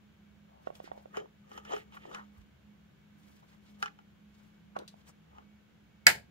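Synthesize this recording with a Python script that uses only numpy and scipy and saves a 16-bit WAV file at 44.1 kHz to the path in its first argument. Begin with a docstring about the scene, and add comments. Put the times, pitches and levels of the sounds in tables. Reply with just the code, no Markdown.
"""In a small humming room, a cable plug is felt into its socket on a circuit board lying on a wooden frame.
Cable bumps are short thuds with frame modes; plug taps ring board modes; ticks are brief noise bands.
Scrape and sleeve are grainy filtered noise under strokes and brushes; scuffs are single noise bands.
At last the plug snaps home: two close hard stops with cracks and shell modes, then ringing and a low thump.
Behind it lie steady coloured noise and wavering narrow-band hum."""
import sys
import numpy as np
from scipy import signal
from scipy.fft import rfft, irfft, next_fast_len
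from scipy.io import wavfile

SR = 44100
rng = np.random.default_rng(int(sys.argv[2]) if len(sys.argv) > 2 else 0)


def generate_wav(signal):
    """Clip the signal to [-1, 1] and save it as 16-bit WAV at the path in sys.argv[1]."""
    frames = np.transpose(np.atleast_2d(signal))
    scaled = np.clip(frames, -1, 1) * 32767
    pcm = np.round(scaled).astype(np.int16)
    wavfile.write(sys.argv[1], SR, pcm)


N = 278221
TIME = np.arange(N) / SR
SIDES = np.array([[1], [-1]])  # left, right


def from_db(db):
    """Decibels to amplitude gain."""
    return np.exp(np.maximum(db, -300) * (np.log(10) / 20))


def rms_one(x):
    """Scale to unit power."""
    return x / np.sqrt(np.mean(x ** 2) + 1e-20)


def at_hz(points, hz):
    """Interpolate a table on a log-frequency axis."""
    f, value = np.transpose(points)
    return np.interp(np.log(np.maximum(hz, 1)), np.log(f), value)


def band_weight(centres, centre, hz):
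    """Triangular band on a log-frequency axis; the bands of all centres sum to one."""
    return at_hz(np.c_[centres, centres == centre], hz)


def pan(db):
    """Left and right gains for a left-right level difference."""
    return from_db(db / 2 * SIDES)


def shape(x, response):
    """Filter by a response given as a function of frequency."""
    size = next_fast_len(x.shape[-1] + 2048, real=True)
    hz = np.arange(size // 2 + 1) * SR / size
    return irfft(rfft(x, size) * response(hz), size)[..., :x.shape[-1]]


def white(size):
    """Two unrelated channels of white noise."""
    return rng.standard_normal((2, size))


def noise(spectrum, size):
    """Two unrelated channels of coloured noise, rms 1."""
    return rms_one(shape(white(size), lambda hz: from_db(at_hz(spectrum, hz))))


def cut(x, hz, kind, order=2):
    """Butterworth filter."""
    edges_hz = np.clip(hz, 10, .45 * SR)
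    return signal.sosfilt(signal.butter(order, edges_hz, kind, fs=SR, output="sos"), x)


def fade(t60_s, size):
    """Exponential decay by 60 dB per t60."""
    return from_db(-60 * TIME[:size] / t60_s)


def sine(hz, size):
    """Sine from zero phase."""
    return np.sin(2 * np.pi * hz * TIME[:size])


def wander(per_s):
    """Random curve of about unit spread, linear between knots at the given rate."""
    knots = rng.standard_normal(4000)
    return np.interp(TIME * per_s, np.arange(len(knots)), knots) * np.sqrt(1.5)


def add(out, s, sound):
    """Mix a sound in at a time."""
    start = round(s * SR)
    out[:, start:start + sound.shape[-1]] += sound[:, :N - start]


def snap(size=16000):
    """Each hard stop cracks and rings the shell's modes; board, frame and room ring out after it."""
    # latch lets go, then plug hits the socket bottom: t/s, level/dB, low-pass/Hz
    stops = [(6.0678, 0.5, 13900), (6.0733, -7, 2800)]
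    # plug shell and socket modes: f/Hz, relative level/dB, t60/s, left-right/dB
    shell_modes = [(710, -27, 0.28, -2), (780, -19.5, 0.092, -4.5), (880, -27, 0.16, 11),
                   (1357, -16, 0.1, -10.5), (1500, -16, 0.12, 9.5), (1720, -16, 0.072, 0),
                   (1640, -25.5, 0.23, 8), (1720, -8, 0.026, -7), (2000, -19.5, 0.12, -13),
                   (2200, 1.5, 0.056, 3.5), (2290, -15.5, 0.031, 12.5), (2380, -17.5, .13, 0.5),
                   (2573, -9, 0.027, -12.5), (3003, -28.5, 0.17, 19.5), (4460, -23, 0.041, -1.5),
                   (4300, -46.5, 0.24, -7.5), (5060, -5, 0.018, 13), (5650, -28.5, 0.06, 0),
                   (6860, -15, 0.042, 7.5), (7300, -30.5, 0.028, 8)]
    # crack spectrum: f/Hz, relative density/dB
    crack_spectrum = [(300, -26), (950, -20), (1200, -22), (1700, 17.5), (2400, -11.5), (3300, 3.5),
                      (5000, 1.5), (6000, 1.5), (7200, 4), (8600, 2.5), (10000, -7.5), (13500, 4.5),
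                      (15500, -10.5)]
    # after-ring spectrum: f/Hz, relative density/dB
    ringing_spectrum = [(100, -24.5), (260, -20.5), (350, -9.5), (700, 2), (880, 2.5), (1150, -9),
                        (1700, 9.5), (2300, 3), (3300, -6.5), (4300, -3.5), (5800, -12), (7200, -8.5),
                        (10000, -13), (15500, -17.5)]
    out = np.zeros((2, N))

    shell = np.zeros((2, size))
    for k, (hz, db, t60_s, pan_db) in enumerate(shell_modes):
        shell += (-1) ** k * from_db(db) * pan(pan_db) * sine(hz, size) * fade(t60_s, size)
    shell *= from_db(-8.0)

    for s, db, bright_hz in stops:
        mid, side = noise(crack_spectrum, size)
        crack = from_db(-2.5) * rms_one(mid + 2.6 * side * SIDES) * fade(0.012, size)
        stop = cut(cut(shell + crack, bright_hz, "low"), 450, "high")
        add(out, s, from_db(db) * stop)

    # reflections from nearby things arrive in uneven clumps
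    clumps = from_db(2 * wander(400)[:size])
    ringing = from_db(-17.5) * dying(noise(ringing_spectrum, size)) * (1 - fade(0.04, size)) * clumps
    # the jolt shakes the wooden frame
    rumble = rms_one(cut(rng.standard_normal(size), [60, 190], "band"))
    thump = from_db(-44) * rumble * fade(0.59, size) * (1 - fade(0.022, size))
    out += from_db(-13.5) * room(out)
    add(out, stops[0][0], ringing + thump)
    return out


def taps(size=6000):
    """Each tap rings the board's modes and chatters briefly, within its own treble and bass limits."""
    # plug on socket: t/s, peak/dB, low-pass/Hz, high-pass/Hz
    contacts = [(1.17, -27.5, 9000, 950), (1.174, -25.5, 2200, 350), (1.201, -40, 3500, 600),
                (1.516, -36.5, 4000, 700), (1.577, -33.5, 6000, 850), (1.651, -41, 7000, 1000),
                (1.722, -31, 2500, 850), (1.735, -23.5, 2500, 420), (1.764, -32, 3000, 900),
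                (1.923, -48, 3000, 800), (1.970, -40.5, 1800, 1100), (2.114, -40, 1500, 1000),
                (2.147, -30.5, 5160, 1390), (3.827, -17.5, 3060, 1030), (3.859, -25.5, 3020, 1050),
                (3.989, -45.5, 4000, 840), (5.384, -40.5, 2000, 800)]
    # socket and board modes: f/Hz, relative level/dB, t60/s
    board_modes = [(424, 16, 0.11), (673, 2, 0.016), (800, 8.5, 0.03), (850, 4, 0.05), (1203, -0.5, 0.036),
                   (1368, 0, 0.061), (1510, -9, 0.08), (1700, -13.5, 0.13), (1985, -20.5, 0.067),
                   (2490, -5.5, 0.023), (2990, -3.5, 0.031), (4040, -25, 0.063), (4180, -6, 0.0033),
                   (5140, -14.5, 0.039), (6000, -3.5, 0.01), (7070, -8.5, 0.016), (9500, -50, .01),
                   (12500, -35, .01)]
    out = np.zeros((2, N))
    hz, mode_db, t60_s = np.transpose(board_modes)[:, :, None]
    for s, db, bright_hz, low_hz in contacts:
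        strength = from_db(mode_db + 1.4 * rng.standard_normal(hz.shape)) * rng.choice([-1, 1], hz.shape)
        ring = (strength * fade(t60_s, size) * sine(hz, size)).sum(0)
        grit = from_db(-13) * white(size) * fade(0.044, size)
        chatter = from_db(-10.5) * rms_one(cut(white(size), [1700, 3300], "band")) * fade(0.041, size)
        blow = cut(ring + grit + chatter, bright_hz, "low", order=1)
        blow = cut(blow, low_hz, "high", order=4)
        add(out, s, from_db(db) * blow / np.abs(blow).max())
    return out


def bumps(size=8000):
    """A soft contact swells and dies within a few cycles; the frame's modes ring in a random mix."""
    # cable and hand on the frame: t/s, level/dB, f/Hz
    contacts = [(0.6715, -24, 600), (0.7025, -31.5, 616), (0.801, -33, 620), (0.84, -43, 386),
                (0.876, -39, 730), (0.916, -27.5, 683), (0.976, -40, 600), (1.057, -37.5, 583),
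                (1.171, -28.5, 490), (1.257, -46, 814), (2.054, -38.5, 770), (4.765, -23.5, 667),
                (4.792, -42, 540), (4.941, -45, 690)]
    # upper frame modes: f/Hz, relative level/dB, t60/s
    frame_modes = [(1100, -12.5, 0.024), (1420, -19.5, 0.027), (1880, -24, 0.03), (2780, -27, 0.023),
                   (3380, -23.5, 0.0096)]
    pan_db, firm_db = -8.5, -26
    ring_db_per_db = 0.4  # a softer contact weakens the upper modes more than the thud
    out = np.zeros((2, N))
    for s, db, hz in [*contacts, *cable_drag()]:
        age = TIME[:size] * hz / 0.95
        thud = (age * np.exp(1 - age)) ** 2 * sine(hz, size)
        share = rng.uniform(.3, 1.4, len(frame_modes)) * rng.choice([-1, 1], len(frame_modes))
        ring = sum(k * from_db(mode_db) * sine(f, size) * fade(t60_s, size)
                   for k, (f, mode_db, t60_s) in zip(share, frame_modes))
        hardness = from_db(ring_db_per_db * (db - firm_db))
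        add(out, s, from_db(db) * pan(pan_db) * (thud + hardness * ring * np.minimum(age, 1)))
    return out


def cable_drag(count=24):
    """Loosely timed weak bumps cut off at to_s; as from_s equals to_s, rarely more than one is left."""
    from_s, to_s, gap_s = 0.99, 0.99, .02
    level_db, spread_db, pitch_hz = -40, 3, 527
    late, strong, high = rng.standard_normal((count, 3)).T
    s = from_s + gap_s * (np.arange(count) + 0.32 * late)
    rows = np.c_[s, level_db + spread_db * strong, pitch_hz * np.exp(.2 * high)]
    return rows[s < to_s]


def ticks(size=4000):
    """Tiny bright slips of plastic over plastic: band noise with a short rise and decay."""
    # hard plastic edge: t/s, level/dB, f/Hz (band lies at 0.53-0.81 f), t60/s
    slips = [(0.7525, -46, 4500, .022), (3.8238, -42, 5500, .04), (4.765, -48, 3500, .025),
             (4.788, -44, 5800, .025), (4.8775, -46, 6000, .06)]
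    out = np.zeros((2, N))
    for s, db, hz, t60_s in slips:
        slip = rms_one(cut(white(size), [hz * 0.53, hz * 0.81], "band", order=1))
        add(out, s, from_db(db) * slip * fade(t60_s, size) * (1 - fade(0.0064, size)))
    return out


def friction(spectrum, per_s, grain_db, smooth, spread, patchy_db, count=10):
    """Micro-slips over a smooth hiss; as the contact point moves, resonances come and go."""
    size = next_fast_len(N, real=True)
    hz = np.arange(size // 2 + 1) * SR / size
    centres = np.geomspace(350, 12000, count)
    slips = (rng.random(N) < per_s / SR) * rng.choice([-1, 1], N)
    slips = slips * from_db(grain_db * np.minimum(rng.exponential(1, N), 3))
    force = rms_one(slips) + smooth * rng.standard_normal(N) + spread * white(N)
    coloured = rfft(force, size) * from_db(at_hz(spectrum, hz))
    out = np.zeros((2, N))
    for centre in centres:
        band = irfft(coloured * band_weight(centres, centre, hz), size)[:, :N]
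        out += band * from_db(patchy_db * wander(60))
    return rms_one(out)


def slide_pressure(range_db=16.5):
    """Each stroke gains range_db over its rise and loses it over its release, linearly in dB."""
    # plug on plastic: t/s of firmest pressure, level/dB, rise/s, release/s
    strokes = [(1.167, -43, 0.031, 0.059), (1.526, -56.5, 0.06, .08), (1.581, -47, 0.053, 0.024),
               (1.732, -36.5, 0.06, 0.058), (1.952, -61, 0.027, 0.03), (2.148, -49.5, 0.16, 0.092),
               (3.824, -61.5, 0.056, 0.055), (5.385, -61.5, 0.15, 0.077)]
    return sum(from_db(db - range_db * np.maximum((s - TIME) / rise_s, (TIME - s) / release_s))
               for s, db, rise_s, release_s in strokes)


def scrape(pressure):
    """The plug slides on plastic: coarse friction follows the pressure."""
    # f/Hz, relative density/dB
    spectrum = [(50, -47), (200, -10), (430, 13.5), (620, 7), (900, 10), (1050, -13), (1230, 16.5),
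                (1480, -15), (1850, 8.5), (2200, -16.5), (3050, 1), (4200, -26), (7000, -11.5), (8500, -45),
                (15500, -49)]
    return pressure * friction(spectrum, per_s=800, grain_db=3.2, smooth=.5, spread=.55, patchy_db=3.5)


def scuffs(size=8000):
    """A rub swells and fades: uneven slips through one broad resonance."""
    # fingers, plug and cable: t/s at the middle, level/dB, f/Hz, length/s
    rubs = [(0.567, -64.5, 710, 0.21), (0.867, -59.5, 1700, 0.066), (0.954, -57.5, 655, 0.14),
            (1.152, -44.5, 1300, 0.018), (1.183, -50, 1830, 0.035), (1.215, -48, 450, 0.07),
            (1.726, -40.5, 800, 0.051), (1.744, -54.5, 2300, 0.16), (1.946, -59, 2570, 0.04),
            (1.973, -46, 1350, 0.013), (2.035, -59.5, 2350, 0.051), (2.11, -50.5, 450, 0.11),
            (2.141, -52, 2780, 0.0085), (2.176, -47, 1150, 0.091), (2.401, -57, 68, 0.071),
            (3.283, -74, 900, 0.08), (3.434, -59.5, 780, 0.025), (3.881, -44, 1530, 0.013),
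            (4.768, -41.5, 1100, 0.019), (4.805, -47.5, 424, 0.057), (4.807, -55.5, 1140, 0.073),
            (5.091, -63.5, 6500, 0.037), (5.367, -63, 940, 0.1)]
    middle_s = TIME[size // 2]
    out = np.zeros((2, N))
    for s, db, hz, length_s in rubs:
        slips = rng.standard_normal(size) * rng.exponential(1, size) + 0.58 * white(size)
        swell = np.exp(-(2 * (TIME[:size] - middle_s) / length_s) ** 2)
        rub = rms_one(cut(slips, [hz / 1.3, hz * 1.3], "band"))
        add(out, s - middle_s, from_db(db) * swell * rub)
    return out


def arm_motion():
    """Each move of the arm swells and fades evenly."""
    # sleeve and fingers: t/s at the middle, level/dB, length/s
    brushes = [(0.663, -66.5, 0.086), (0.768, -60, 0.051), (0.85, -68.5, 0.071), (0.95, -70.5, 0.3),
               (1.54, -64.5, 0.089), (1.667, -63, 0.055), (1.784, -59.5, 0.067), (1.948, -59.5, 0.031),
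               (2.12, -68, 0.32), (2.392, -71, 0.095), (3.3, -65, 0.25), (3.527, -64, .08),
               (3.697, -65, 0.13), (3.818, -59.5, 0.051), (4.435, -69, 0.21), (4.994, -66, 0.053),
               (5.085, -60, 0.047)]
    return sum(from_db(db) * np.exp(-(2 * (TIME - s) / length_s) ** 2) for s, db, length_s in brushes)


def sleeve(pressure, finger_db=-17.5):
    """Cloth friction follows the arm; fingers hiss with each stroke, finger_db below its pressure."""
    # f/Hz, relative density/dB
    spectrum = [(300, 13), (800, 12.5), (3000, 5.5), (7000, -1), (10000, -9), (15500, -8.5)]
    cloth = friction(spectrum, per_s=1500, grain_db=1, smooth=1.0, spread=1.0, patchy_db=4.0, count=4)
    return (arm_motion() + from_db(finger_db) * pressure) * cloth


def ports(x):
    """Near sounds reach the two microphone ports with different phase and level."""
    # f/Hz, left lead/rad
    phase = [(100, 0.1), (250, 0.54), (500, 3.5), (1300, 2), (2200, 3), (3200, 1.11), (6000, 2.21),
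             (15000, 0.1)]
    # f/Hz, left-right/dB
    balance = [(100, -3), (500, 3), (1100, 2.5), (2200, -5), (3300, -1), (5000, 5), (7500, 3), (13000, 6.5)]
    return shape(x, lambda hz: pan(at_hz(balance, hz)) * np.exp(.5j * at_hz(phase, hz) * SIDES))


def dying(x):
    """Each frequency of a noise dies at the rate of frame and room."""
    # f/Hz, t60/s
    decay = [(100, 0.33), (300, 0.3), (800, 0.18), (2000, 0.18), (4000, 0.19), (15000, 0.17)]
    centres = np.geomspace(60, 16000, 9)
    return sum(shape(x, lambda hz: band_weight(centres, c, hz)) * fade(at_hz(decay, c), x.shape[-1])
               for c in centres)


def room(x, size=16000):
    """Diffuse reflections that build up over a few milliseconds."""
    response = dying(white(size)) * (1 - fade(0.02, size))
    return signal.oaconvolve(x, rms_one(response) / np.sqrt(size), axes=1)[:, :N]


def background():
    """Still room air, alike on both sides in the bass, and a wavering hum of narrow noise resonances."""
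    # f/Hz, relative density/dB
    air_spectrum = [(20, -20.5), (45, -18.5), (65, 3.5), (100, -3.5), (180, 2), (240, -7), (330, -9),
                    (600, -15), (1000, -17), (1600, -18.5), (3200, -20), (5000, -30.5), (7200, -31),
                    (8200, -41.5), (15500, -35)]
    # f/Hz, left-right correlation
    likeness = [(40, 0.85), (150, 0.89), (400, 0.043), (1000, 0.033), (10000, 0.05)]
    # hum, as of fans and ducts: f/Hz, width/Hz, level/dB
    hum_lines = [(70, 5, -75), (113.2, 2.2, -84.5), (159.2, 12, -77), (170, 5.2, -77), (206.4, 5.5, -64),
                 (289, 4.6, -83.5), (1543, 280, -82.5), (2240, 8.5, -85.5)]

    def correlation(hz):
        return np.clip(at_hz(likeness, hz), -1, 1)

    def hum_response(f):
        return sum(from_db(db) * np.sqrt(2 * SR / (np.pi * width)) / (1 + (2 * (f - hz) / width) ** 2)
                   for hz, width, db in hum_lines)

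    mid, side = noise(air_spectrum, N)
    mid = shape(mid, lambda hz: np.sqrt(1 + correlation(hz)))
    side = shape(side, lambda hz: np.sqrt(1 - correlation(hz)))
    air = from_db(-67) * (mid + side * SIDES)
    hum_mid, hum_side = shape(white(N), hum_response)
    return (air + hum_mid + 0.37 * hum_side * SIDES) * pan(-0.33)


def scene():
    """Handling sounds close to the microphone, a little room around them, and the hum."""
    pressure = slide_pressure()
    knocks, plug, light = bumps(), taps(), ticks()
    rubbing = scrape(pressure) + scuffs() + sleeve(pressure)
    wet = room(from_db(-15) * knocks + from_db(-13.5) * plug + from_db(-10.0) * light)
    return ports(snap() + plug + knocks + light + rubbing + wet) + background()


def record(dry, cutoff_hz=15750):
    """The highest peaks are rounded and the top is cut."""
    rounded = dry / (1 + (dry / .92) ** 4) ** .25
    return shape(rounded, lambda hz: np.clip((cutoff_hz - hz) / 200 + .5, 0, 1))


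dry = scene()
out = record(dry)
generate_wav(out)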